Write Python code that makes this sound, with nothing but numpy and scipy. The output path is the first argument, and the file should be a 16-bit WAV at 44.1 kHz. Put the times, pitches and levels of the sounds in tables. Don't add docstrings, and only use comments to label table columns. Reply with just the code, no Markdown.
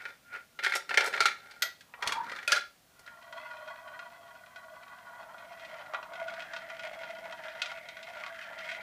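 import sys
import numpy as np
from scipy import signal
from scipy.fft import rfft, irfft
from scipy.io import wavfile
from scipy.ndimage import uniform_filter1d, map_coordinates

SR = 44100
rng = np.random.default_rng(int(sys.argv[2]) if len(sys.argv) > 2 else 0)


def wav_out(sig):
    wavfile.write(sys.argv[1], SR, np.round(np.clip(np.atleast_2d(sig).T, -1, 1) * 32767).astype(np.int16))


N = 388962
TIME = np.arange(N) / SR
RING = np.arange(SR // 4) / SR


def amp(db):
    return 10 ** (np.asarray(db) / 20)


def unit(x):
    return x / np.sqrt(np.mean(x ** 2) + 1e-20)


def even(x, window_s):
    size = int(window_s * SR)
    power = uniform_filter1d(uniform_filter1d(x * x, size), size)
    return x / np.sqrt(np.abs(power) + 1e-20)


def along(points, hz):
    point_hz, value = np.transpose(points)
    return np.interp(np.log(hz + 1), np.log(point_hz + 1), value)


def gains(rows):
    s, *columns = np.transpose(rows)
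    return [amp(np.interp(TIME, s, column, left=-120, right=-120)) for column in columns]


def swell(start, length, rise_db_per_s, fall_db_per_s):
    before = np.maximum(start - TIME, 0)
    after = np.maximum(TIME - start - length, 0)
    return amp(-rise_db_per_s * before - fall_db_per_s * after)


def wobble(rate):
    return map_coordinates(rng.standard_normal(N // 20), [TIME * rate], mode="mirror")


def noise(spectrum, size):
    gain = amp(along(spectrum, np.fft.rfftfreq(size, 1 / SR)))
    return unit(irfft(rfft(rng.standard_normal(size)) * gain, size))


def bands(x, edges):
    parts = []
    for hz in edges:
        parts.append(signal.sosfilt(signal.butter(4, hz, "low", fs=SR, output="sos"), x))
        x = signal.sosfilt(signal.butter(4, hz, "high", fs=SR, output="sos"), x)
    return parts + [x]


def add(track, s, sound):
    part = track[max(round(s * SR), 0):][:len(sound)]
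    part += sound[:len(part)]


def gliding(hz, width_hz, grain_db=2):
    drive = rng.standard_normal(N) + 1j * rng.standard_normal(N)
    drive = drive * amp(grain_db * np.minimum(wobble(140), 2))
    flutter = signal.sosfilt(signal.butter(2, width_hz / 2, fs=SR, output="sos"), drive)
    turns = np.cumsum(hz * np.ones(N)) / SR
    return unit((flutter * np.exp(2j * np.pi * turns)).real)


def strike(modes, shell, shell_db, shell_t60, scatter_db, detune):
    hz, db, t60 = np.transpose(modes)[:, :, None]
    level, pitch, phase = rng.standard_normal((3, len(modes), 1))
    decay = amp(db + scatter_db * level - 60 * RING / t60)
    ring = decay * np.sin(2 * np.pi * (hz * (1 + detune * pitch) * RING + phase))
    clack = amp(shell_db - 60 * RING / shell_t60) * noise(shell, len(RING))
    contact = 1 - np.exp(-(RING / 0.00079) ** 2)
    return (ring.sum(axis=0) + clack) * contact


EDGE_GROWS = 1.21


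def blows(rows, contact, thud_db, clack_db, snap_db, edge_db):
    out = np.zeros(N)
    for s, db, thud, hardness, *spot in rows:
        parts = bands(contact(*spot), (300, 1100, 3000, 7000))[1:]
        levels = amp([thud + thud_db, clack_db, hardness + snap_db, EDGE_GROWS * hardness + edge_db])
        add(out, s, amp(db) * sum(g * p / np.std(p[:SR // 80]) for g, p in zip(levels, parts)))
    return out


SPOTS_PER_S = 7


def rolling(contact, rate, spread_db, wander_db, count):
    out = np.zeros(N)
    knots = np.arange(0, TIME[-1] + 1, 1 / SPOTS_PER_S)
    for _ in range(count):
        hops = (rng.random(N) < rate / count / SR) * rng.choice([-1, 1], N)
        nearness = np.interp(TIME, knots, rng.standard_normal(len(knots)))
        sizes = amp(spread_db * np.minimum(rng.standard_normal(N), 2) + wander_db * nearness)
        out += signal.oaconvolve(hops * sizes, contact())[:N]
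    return out


# (frequency [Hz], relative density [dB/Hz])
AIR_SPECTRUM = [(15, -59), (25, -16), (86, -5.5), (160, -4.5), (246, -4.5), (350, -11.5), (666, -7.5),
                (895, -12.5), (1450, -12), (4260, -15), (9050, -19), (15500, -20)]


def room_tone():
    return amp(-64.0) * noise(AIR_SPECTRUM, N)


# (frequency [Hz], t60 [s])
ROOM_DECAY = [(200, 0.39), (1500, 0.26), (5000, 0.29), (14000, 0.17)]


def room(x):
    hz, t, z = signal.stft(rng.standard_normal(SR // 2), SR, nperseg=256)
    decay = amp(-60 * t / along(ROOM_DECAY, hz)[:, None])
    tail = signal.istft(z * decay, SR, nperseg=256)[1]
    response = np.pad(tail / np.linalg.norm(tail), (SR // 200, 0))
    return signal.oaconvolve(x, response)[:N]


# (time of the fastest moment [s], relative level [dB])
TOP_SWINGS = [(0, -46), (.075, -57), (0.353, -39)]


def swings(fade_db_per_s=291, rasp_db=-3):
    level = sum(amp(db) * swell(s, 0, fade_db_per_s, fade_db_per_s) for s, db in TOP_SWINGS)
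    return level * (gliding(1420, width_hz=54) + amp(rasp_db) * gliding(1980, width_hz=920))


# (start [s], length [s], relative level of the rattle [dB], rumble relative to the rattle [dB])
CHUTE_RUNS = [(0, 0.12, -51.5, -4), (0.332, 0.024, -47, -1.5), (0.666, 0.081, -35, -15),
              (0.9, 0.042, -42, -1.5), (0.997, 0.081, -36.5, 2), (1.143, 0.042, -37, -3.5),
              (1.232, 0.051, -36, -11), (1.386, 0.18, -54.5, -4.5), (1.629, 0.012, -38.5, -5),
              (2.021, 0.11, -39.5, -8.5), (2.236, 0.2, -48, -5.5), (2.498, 0.075, -32, -11)]
# (frequency [Hz], relative level [dB], t60 [s])
CHUTE_MODES = [(405.6, -3, 0.07), (564, -6, 0.12), (778, 5, 0.02), (898, -7, 0.16), (1388, -5.5, 0.11),
               (1395, 2, 0.16), (1560, -8, 0.11), (1870, 7, 0.044), (2110, 6.5, 0.055), (2190, 5, 0.049),
               (2350, 2, 0.076), (3580, -10.5, 0.23), (4120, -4.5, 0.058), (5400, -6.5, 0.028)]
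# (frequency [Hz], relative density [dB/Hz])
TRACK_SHELL = [(120, -36), (300, -39), (420, -1), (1050, -9), (1500, 10), (2200, 4.5), (3000, 0),
               (4500, -1), (7000, -11.5), (11000, -16.5), (15500, -28)]


def chute_runs(rise_db_per_s=1300, fall_db_per_s=304):
    hop = lambda: strike(CHUTE_MODES, TRACK_SHELL, shell_db=15.0, shell_t60=0.025, scatter_db=3, detune=0.011)
    _, rumble, rattle = bands(rolling(hop, rate=420, spread_db=4, wander_db=3, count=8), (300, 1100))
    rumble, rattle = even(rumble, .04), even(rattle, .04)
    out = np.zeros(N)
    for s, length, db, rumble_db in CHUTE_RUNS:
        level = amp(db) * swell(s, length, rise_db_per_s, fall_db_per_s)
        out += level * (rattle + amp(rumble_db) * rumble)
    return amp(-4.5) * out


def bouncing(modes, gap=.003, rebound=0.5, count=3):
    out = np.zeros(len(RING))
    starts = np.r_[0, np.cumsum(gap * rng.uniform(.7, 1.3, count - 1))]
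    for k, s in enumerate(starts):
        hit = strike(modes, TRACK_SHELL, shell_db=11.5, shell_t60=0.048, scatter_db=2.5, detune=.009)
        add(out, s, rebound ** k * hit)
    return out


# (time [s], relative level [dB], thud [dB], hardness [dB], nominal body note [Hz], nominal snap [Hz])
TRACK_KNOCKS = [(0.052, -30, -12, -17, 1443, 2640), (0.589, -30.5, -9, -13.5, 1890, 4000),
                (0.626, -32.5, -7, -14, 1780, 2600), (0.6354, -26.5, -26, -6, 1500, 3120),
                (0.6446, -22.5, -18, -7, 1635, 3220), (0.662, -18.5, -10, -15, 1870, 3210),
                (0.7206, -23.5, -32, -25, 1550, 2580), (0.7363, -24, -16, -11, 1933, 3080),
                (0.757, -29, 3, -2, 1370, 5560), (0.8918, -31, -14, -6.5, 1410, 2740),
                (0.9074, -24, -4.5, -18, 1770, 2660), (0.941, -23.5, -8.5, -10.5, 1830, 2600),
                (0.973, -12, -8.5, -9.5, 1714, 3150), (1.006, -23, -4, -6.5, 1390, 2610),
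                (1.0526, -30, -12, -10, 1310, 3130), (1.127, -34, 1, -9, 1730, 2600),
                (1.1367, -22.5, -14, -16, 1834, 4400), (1.1742, -26, -7, -22, 1590, 3400),
                (1.204, -15.5, -10, -6.5, 1410, 4310), (1.222, -26, -13, -11, 1320, 4650),
                (1.255, -15, -19, -6.5, 1380, 4290), (1.282, -26, -29, -16, 1900, 3350),
                (1.313, -35, -20, -15, 2100, 3980), (1.51, -44.5, -21, -3.5, 1420, 4620),
                (1.621, -25, -10.5, 3.5, 1394, 3330), (1.807, -50, -25, 0, 1640, 3200),
                (1.937, -39, -1.5, -27, 1880, 2570), (2.0239, -26.5, -6, -10, 1896, 3310),
                (2.073, -33, -5, 7.5, 1940, 3410), (2.092, -30, -8, -19.5, 1900, 2840),
                (2.121, -28.5, -1, -0.5, 1136, 3340), (2.295, -36, -12, -10.5, 1900, 3480),
                (2.3165, -35, 2.5, -8, 1980, 3200), (2.361, -38, -9, -6, 1250, 3630),
                (2.386, -34.5, -15, -14, 1640, 3350), (2.428, -37.5, -22, -13.5, 1880, 2600),
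                (2.476, -26, -1, 2, 2490, 3380), (2.5188, -20, -1.5, 2, 1357, 4710),
                (2.527, -17, -6, -30, 1670, 3330), (2.5608, -25.5, -5, -5.5, 1410, 4040),
                (3.0623, -46, -6, -7.5, 1390, 3930), (3.076, -39, -14, -20, 1875, 3200)]
PIECE_STARTS = [0, 1.19, 1.55, 1.9, 2.45]
# (frequency [Hz], relative level [dB], t60 [s])
LOW_CHUTE_MODES = [(416, 12, 0.091), (657, -1, 0.11), (820, 1, 0.11), (885, 2, 0.057), (1310, -0.5, 0.11),
                   (2130, -4, 0.17), (2214, 0, 0.068), (2340, -1.5, 0.11), (3537, -9.5, 0.082),
                   (4090, -12, 0.17), (5760, -14.5, 0.083)]
TUBE_MODES = [(680, -2, 0.19), (1394, 1, 0.12), (1940, 6.5, 0.15), (2066, -1, 0.076), (2485, -4, 0.08),
              (3233, -7, 0.074), (3690, -8, 0.056), (4000, -13, 0.049), (4400, -9, 0.066),
              (6360, -17.5, 0.08), (6900, -16, 0.08)]
BEND_MODES = [(978, -0.5, 0.1), (1220, -3, 0.085), (1410, 0, 0.06), (1900, 1.5, 0.14), (2340, 7, 0.046),
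              (3350, -5, 0.055)]
CUP_MODES = [(597, -0.5, 0.1), (1414, 10, 0.099), (1420, 7, 0.18), (1664, 1.5, 0.17), (2460, 3, 0.064),
             (3400, -10, 0.18), (4040, -15, 0.19), (6142, -5.5, 0.044)]


def knocks():
    rows = np.array(TRACK_KNOCKS)
    piece = np.searchsorted(PIECE_STARTS, rows[:, 0]) - 1
    out = np.zeros(N)
    for k, modes in enumerate([CHUTE_MODES, LOW_CHUTE_MODES, TUBE_MODES, BEND_MODES, CUP_MODES]):
        landing = lambda body_hz, snap_hz: bouncing(modes + [(body_hz, 16, 0.046), (snap_hz, 6.5, 0.033)])
        out += blows(rows[piece == k], landing, thud_db=-11.5, clack_db=-7.0, snap_db=-6, edge_db=-19.0)
    return out


# (start [s], length [s], relative level [dB])
SMOOTH_COASTS = [(0.58, 0.026, -65), (0.674, 0.059, -48), (1.454, 0.06, -57.5), (1.574, 0.051, -62),
                 (2.97, 0.12, -66.5)]


def coasting(hz=1403, rise_db_per_s=259, fall_db_per_s=203):
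    level = sum(amp(db) * swell(s, length, rise_db_per_s, fall_db_per_s) for s, length, db in SMOOTH_COASTS)
    return level * even(gliding(hz, width_hz=50), .03)


# (time [s], relative level [dB])
MARBLE_CLICKS = [(0.7514, -39.5), (0.765, -45), (1.0408, -48.5), (1.06, -44), (1.0757, -49), (2.9922, -63)]


def clicks():
    rows = [(s, db, 0, 0) for s, db in MARBLE_CLICKS]
    return blows(rows, lambda: bouncing(CHUTE_MODES), thud_db=-0.5, clack_db=-4.0, snap_db=-2.5, edge_db=1)


# (start [s], length [s], relative level [dB])
TOWER_SHAKES = [(0.9, 0.395, -66), (2.08, 0.29, -63.5)]
# (time [s], relative level [dB], spectral peak [Hz])
TOWER_BUMPS = [(1.222, -51, 110), (2.068, -44.5, 125), (2.521, -44, 222), (3.0, -60, 69)]


def bumps(t60=0.057):
    level = sum(amp(db) * swell(s, length, rise_db_per_s=399, fall_db_per_s=200)
                for s, length, db in TOWER_SHAKES)
    out = level * noise([(50, -35), (130, -11), (200, -4.5), (330, -2), (450, -12), (1000, -58.5)], N)
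    for s, db, hz in TOWER_BUMPS:
        colour = [(hz / 5, -22), (hz / 2, -8), (hz, 0), (hz * 2, -8), (hz * 4, -40), (3000, -100)]
        add(out, s, amp(db - 60 * RING / t60) * noise(colour, len(RING)))
    return out


def ping(s=1.622, hz=12352, db=-34, t60=0.12, split_hz=95):
    out = np.zeros(N)
    fade = amp(-60 * RING / t60)
    lower = np.sin(2 * np.pi * hz * RING)
    upper = fade * np.sin(2 * np.pi * (hz + split_hz) * RING)
    add(out, s, amp(db) * fade * (lower + upper))
    return out


# (time [s], relative level [dB])
PIECE_SLIDES = [(2.06, -45.5), (5.98, -48)]


def slide(rise_db_per_s=155, fade_db_per_s=66):
    level = sum(amp(db) * swell(s, 0, rise_db_per_s, fade_db_per_s) for s, db in PIECE_SLIDES)
    return level * gliding(1053, width_hz=360)


def rush(start=2.08, length=0.27, db=-42, fade_db_per_s=22, hz=1012, rise_hz_per_s=2300):
    t = np.clip(TIME - start, 0, length)
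    level = amp(db - fade_db_per_s * t) * swell(start, length, rise_db_per_s=165, fall_db_per_s=226)
    return level * gliding(hz + rise_hz_per_s * t, width_hz=680, grain_db=4.5)


def bend_hum(start=2.172, length=0.032, db=-33.5, hz=907, glide_hz_per_s=520):
    level = amp(db) * swell(start, length, rise_db_per_s=380, fall_db_per_s=234.5)
    pitch = hz + glide_hz_per_s * np.clip(TIME - start, -.1, .1)
    return level * even(gliding(pitch, width_hz=62, grain_db=-4), 0.027)


# (time [s], relative level of the hum [dB], of the whirr [dB], of the treble [dB])
FUNNEL_ROLL = [(2.85, -95, -91, -91), (3.0, -76.5, -65.5, -65), (3.18, -67, -54, -62.5),
               (3.41, -60, -49, -52), (3.55, -61, -49, -56.5), (3.9, -57, -49.5, -57.5),
               (4.33, -55, -58.5, -62.5), (4.68, -71, -52, -61.5), (5.21, -50.5, -50.5, -62),
               (5.47, -52.5, -53.5, -60), (5.65, -49, -52, -49.5), (5.8, -46, -44.5, -51.5),
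               (6.01, -52, -50.5, -64.5), (6.2, -41.5, -42.5, -52), (6.38, -44.5, -48, -51),
               (6.71, -45.5, -52.5, -51.5), (7.12, -42.5, -48, -50.5), (7.6, -47.5, -48, -49.5),
               (7.86, -47.5, -56, -54), (8.08, -47.5, -51, -50.5), (8.29, -46.5, -46, -46.5),
               (8.41, -58, -58, -48), (8.5, -45.5, -46.5, -50), (8.72, -44, -52, -41),
               (8.82, -45.5, -47, -54)]


def stand():
    spectrum = [(40, -4), (90, -4.0), (200, 10.0), (260, -2.5), (330, 8.5), (450, -28.0), (1000, -66)]
    return amp(-25.5) * gains(FUNNEL_ROLL)[0] * noise(spectrum, N)


def wavering(x, share=.024, rate=11):
    return map_coordinates(x, [np.cumsum(1 + share * wobble(rate))], mode="mirror")


# (frequency [Hz], relative density [dB/Hz])
FUNNEL_SHELL = [(150, -8), (420, -41), (650, 11.5), (850, 1.5), (1400, 6), (2300, -1.5), (3500, -7.5),
                (4800, -13), (7000, -21), (10000, -28.5), (15500, -39)]


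def whirr(modes, spread_db, lumpy_db, hum_db, wall_db, grit_db):
    hop = lambda: strike(modes, FUNNEL_SHELL, shell_db=3.0, shell_t60=0.03, scatter_db=2.5, detune=.005)
    roll = rolling(hop, rate=480, spread_db=spread_db, wander_db=3, count=8)
    hum, wall, grit = bands(roll, (500, 800, 1750))[1:]
    chatter = np.minimum(wobble(40) + 0.39 * wobble(12), 2)
    levels = amp([[hum_db], [wall_db], [grit_db]]) * gains(FUNNEL_ROLL)
    parts = even(hum, .025), even(wavering(wall), .14), even(wavering(grit), .14)
    depths = [.7, 1.4, 2.2]
    return sum(amp(depth * lumpy_db * chatter) * level * part
               for depth, level, part in zip(depths, levels, parts))


def descent(start=4.98, length=0.96):
    return np.clip((TIME - start) / length, 0, 1)


# (frequency [Hz], relative level [dB], t60 [s])
RIM_MODES = [(605, -0.5, 0.044), (673, 4.5, 0.11), (958, -2, 0.15), (1107, 3.5, 0.053), (1192, 1, 0.044),
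             (1440, 7, 0.065), (1941, -0.5, 0.13), (2492, -8.5, 0.054), (3220, -4.5, 0.057),
             (4200, -7, 0.035)]
BOWL_MODES = [(615, -2.5, 0.075), (662.5, 9.5, 0.13), (937, -6, 0.1), (1160, -18, 0.095),
              (1430, -3.5, 0.12), (1426, -6, 0.033), (1930, -7, 0.049), (2104, 4, 0.021), (2500, 3.5, 0.01),
              (2530, -17, 0.036), (3200, -10, 0.054), (4440, -22, 0.027)]


def funnel_roll():
    turn = np.pi / 2 * descent()
    rim = whirr(RIM_MODES, spread_db=4.5, lumpy_db=1.5, hum_db=-4, wall_db=-2, grit_db=-1.5)
    bowl = whirr(BOWL_MODES, spread_db=5.5, lumpy_db=1.77, hum_db=-6, wall_db=-1.5, grit_db=-2.5)
    return np.cos(turn) * rim + np.sin(turn) * bowl


# (frequency [Hz], relative level [dB], t60 [s])
TAP_MODES = [(655.4, 0.5, 0.19), (938, 1, 0.089), (1166, 2, 0.15), (1443, 12.5, 0.11), (1960, 8, 0.064),
             (2482, 4.5, 0.057), (2740, -9.5, 0.094), (3200, -2.5, 0.048), (3660, -13, 0.085),
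             (3920, -14, 0.098), (4170, -15.5, 0.081)]


def ticks(start=3.2, rate=24):
    times = start + np.cumsum(rng.exponential(1 / rate, 200))
    grit = np.interp(times, TIME, gains(FUNNEL_ROLL)[2])
    sizes = amp(1.5 * rng.uniform(-2.2, 1, len(times))) * grit
    out = np.zeros(N)
    for s, size in zip(times[times < TIME[-1]], sizes):
        tap = strike(TAP_MODES, TRACK_SHELL, shell_db=9, shell_t60=.04, scatter_db=5, detune=.03)
        tick = bands(tap, (1500, 6000))[1]
        add(out, s, size * tick / np.std(tick[:SR // 100]))
    return out


# (time [s], relative level [dB], thud [dB], hardness [dB])
FUNNEL_SKIPS = [(3.2255, -52, -2, -5), (3.325, -41, 8, -8), (3.568, -47, 0, -7.5), (3.676, -41, 8, -12.5),
                (3.757, -45, -11, -17), (3.877, -43.5, -4, -14), (3.991, -35, -5, -15.5),
                (4.4602, -54, -6, -4), (4.559, -41.5, 1, -9.5), (4.831, -42.5, -5, -16),
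                (4.8792, -52, -10, -7), (4.9845, -49, -6, -12), (5.228, -45, 8, -14), (5.343, -45, 11, -26),
                (5.38, -49, -6, -8), (5.595, -50.5, -6, -2), (5.648, -49, -8, 0), (5.935, -34, 10, -13.5),
                (5.944, -25.5, 1, -21), (6.027, -38.5, 3, -12.5), (6.134, -40.5, 1, -10),
                (6.153, -40, -4, -13), (6.281, -33.5, -16, -13.5), (6.337, -40, 5, -9.5),
                (6.403, -38.5, -6, -7.5), (6.421, -41, -2, -5), (6.534, -35, -15, -9),
                (6.5625, -34.5, -3, -7.5), (6.7, -37, -2, -10.5), (6.793, -36, -18, -10),
                (6.868, -36.5, -4, -14), (7.033, -34.5, -12, -17), (7.255, -40.5, 11.5, -27),
                (7.3237, -41, 4, -6), (7.437, -49, -6, -8), (7.482, -41, -7, -8), (7.572, -43, -10, -16),
                (7.6172, -33, -8, 4), (7.658, -37.5, -17, -1.5), (7.715, -39.5, 9, -6.5),
                (7.772, -43.5, 2, -10), (7.886, -49.5, 0, 6), (7.968, -39, -14, -10),
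                (8.028, -52.5, -12, 6.5), (8.0675, -48, 2, -6), (8.154, -42, 1, -14), (8.236, -34, -4, -16),
                (8.262, -40, 8, -5), (8.4245, -47.5, -16, -2.5), (8.586, -49.5, -7, 0.5),
                (8.6148, -46, -7, -9), (8.7156, -35.5, -22, -7.5), (8.747, -46, -16, -4)]


def skips():
    skip = lambda: strike(TAP_MODES, FUNNEL_SHELL, shell_db=8.5, shell_t60=0.058, scatter_db=3.0, detune=0.0162)
    return blows(FUNNEL_SKIPS, skip, thud_db=-15.5, clack_db=-9.0, snap_db=-2.0, edge_db=-28.0)


# (time [s], relative level [dB])
RIM_SWELLS = [(3.347, -52), (3.6, -56), (3.732, -68), (3.919, -54), (4.371, -58.5), (4.734, -53)]


def rim_hum(hz=692, sag_hz=50, fade_db_per_s=69.5):
    swells = [swell(s, 0, fade_db_per_s, fade_db_per_s) for s, _ in RIM_SWELLS]
    level = sum(amp(db) * shape for (_, db), shape in zip(RIM_SWELLS, swells))
    return level * gliding(hz - sag_hz * sum(swells), width_hz=55)


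LAP_START_S, LAP_S, LAP_QUICKENS_PER_S = 6.9, 1.05, 0.1
SCRAPE_HZ, SCRAPE_SINK_HZ = 2097, 247.8
SCRAPE_DB, SCRAPE_SWING_DB, SCRAPE_GROWS_DB_PER_S = -72, 9.5, 7


def scrape():
    t = TIME - LAP_START_S
    laps = t / LAP_S * (1 + LAP_QUICKENS_PER_S * t / 2)
    swing_db = SCRAPE_SWING_DB * np.cos(2 * np.pi * laps)
    level = descent() * amp(SCRAPE_DB + swing_db + SCRAPE_GROWS_DB_PER_S * t)
    hz = SCRAPE_HZ - SCRAPE_SINK_HZ * (laps - np.round(laps))
    return level * gliding(hz, width_hz=430, grain_db=1.5)


# (start [s], relative level [dB])
WALL_CLIMBS = [(6.28, -53), (7.27, -54), (8.22, -51.5)]


def climbs(length=0.54, hz=1355, rise_hz_per_s=1450):
    starts = np.array([s for s, _ in WALL_CLIMBS])
    t = TIME - starts[np.maximum(np.searchsorted(starts, TIME) - 1, 0)]
    level = sum(amp(db) * swell(s, length, rise_db_per_s=400, fall_db_per_s=157) for s, db in WALL_CLIMBS)
    return level * gliding(hz + rise_hz_per_s * np.clip(t, 0, length), width_hz=380, grain_db=4)


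def scene():
    track = chute_runs() + knocks() + coasting() + clicks() + bumps() + ping()
    funnel = slide() + stand() + funnel_roll() + ticks() + skips() + rim_hum() + scrape() + climbs()
    toy = track + funnel
    hollow_pieces = swings() + rush() + bend_hum()
    return (toy + hollow_pieces + amp(-9.5) * room(toy) + room_tone())[None]


def record(dry, top_hz=15550):
    passes = np.fft.rfftfreq(2 * N, 1 / SR) < top_hz
    return irfft(rfft(dry, 2 * N) * passes)[:, :N]


dry = scene()
out = record(dry)
wav_out(out)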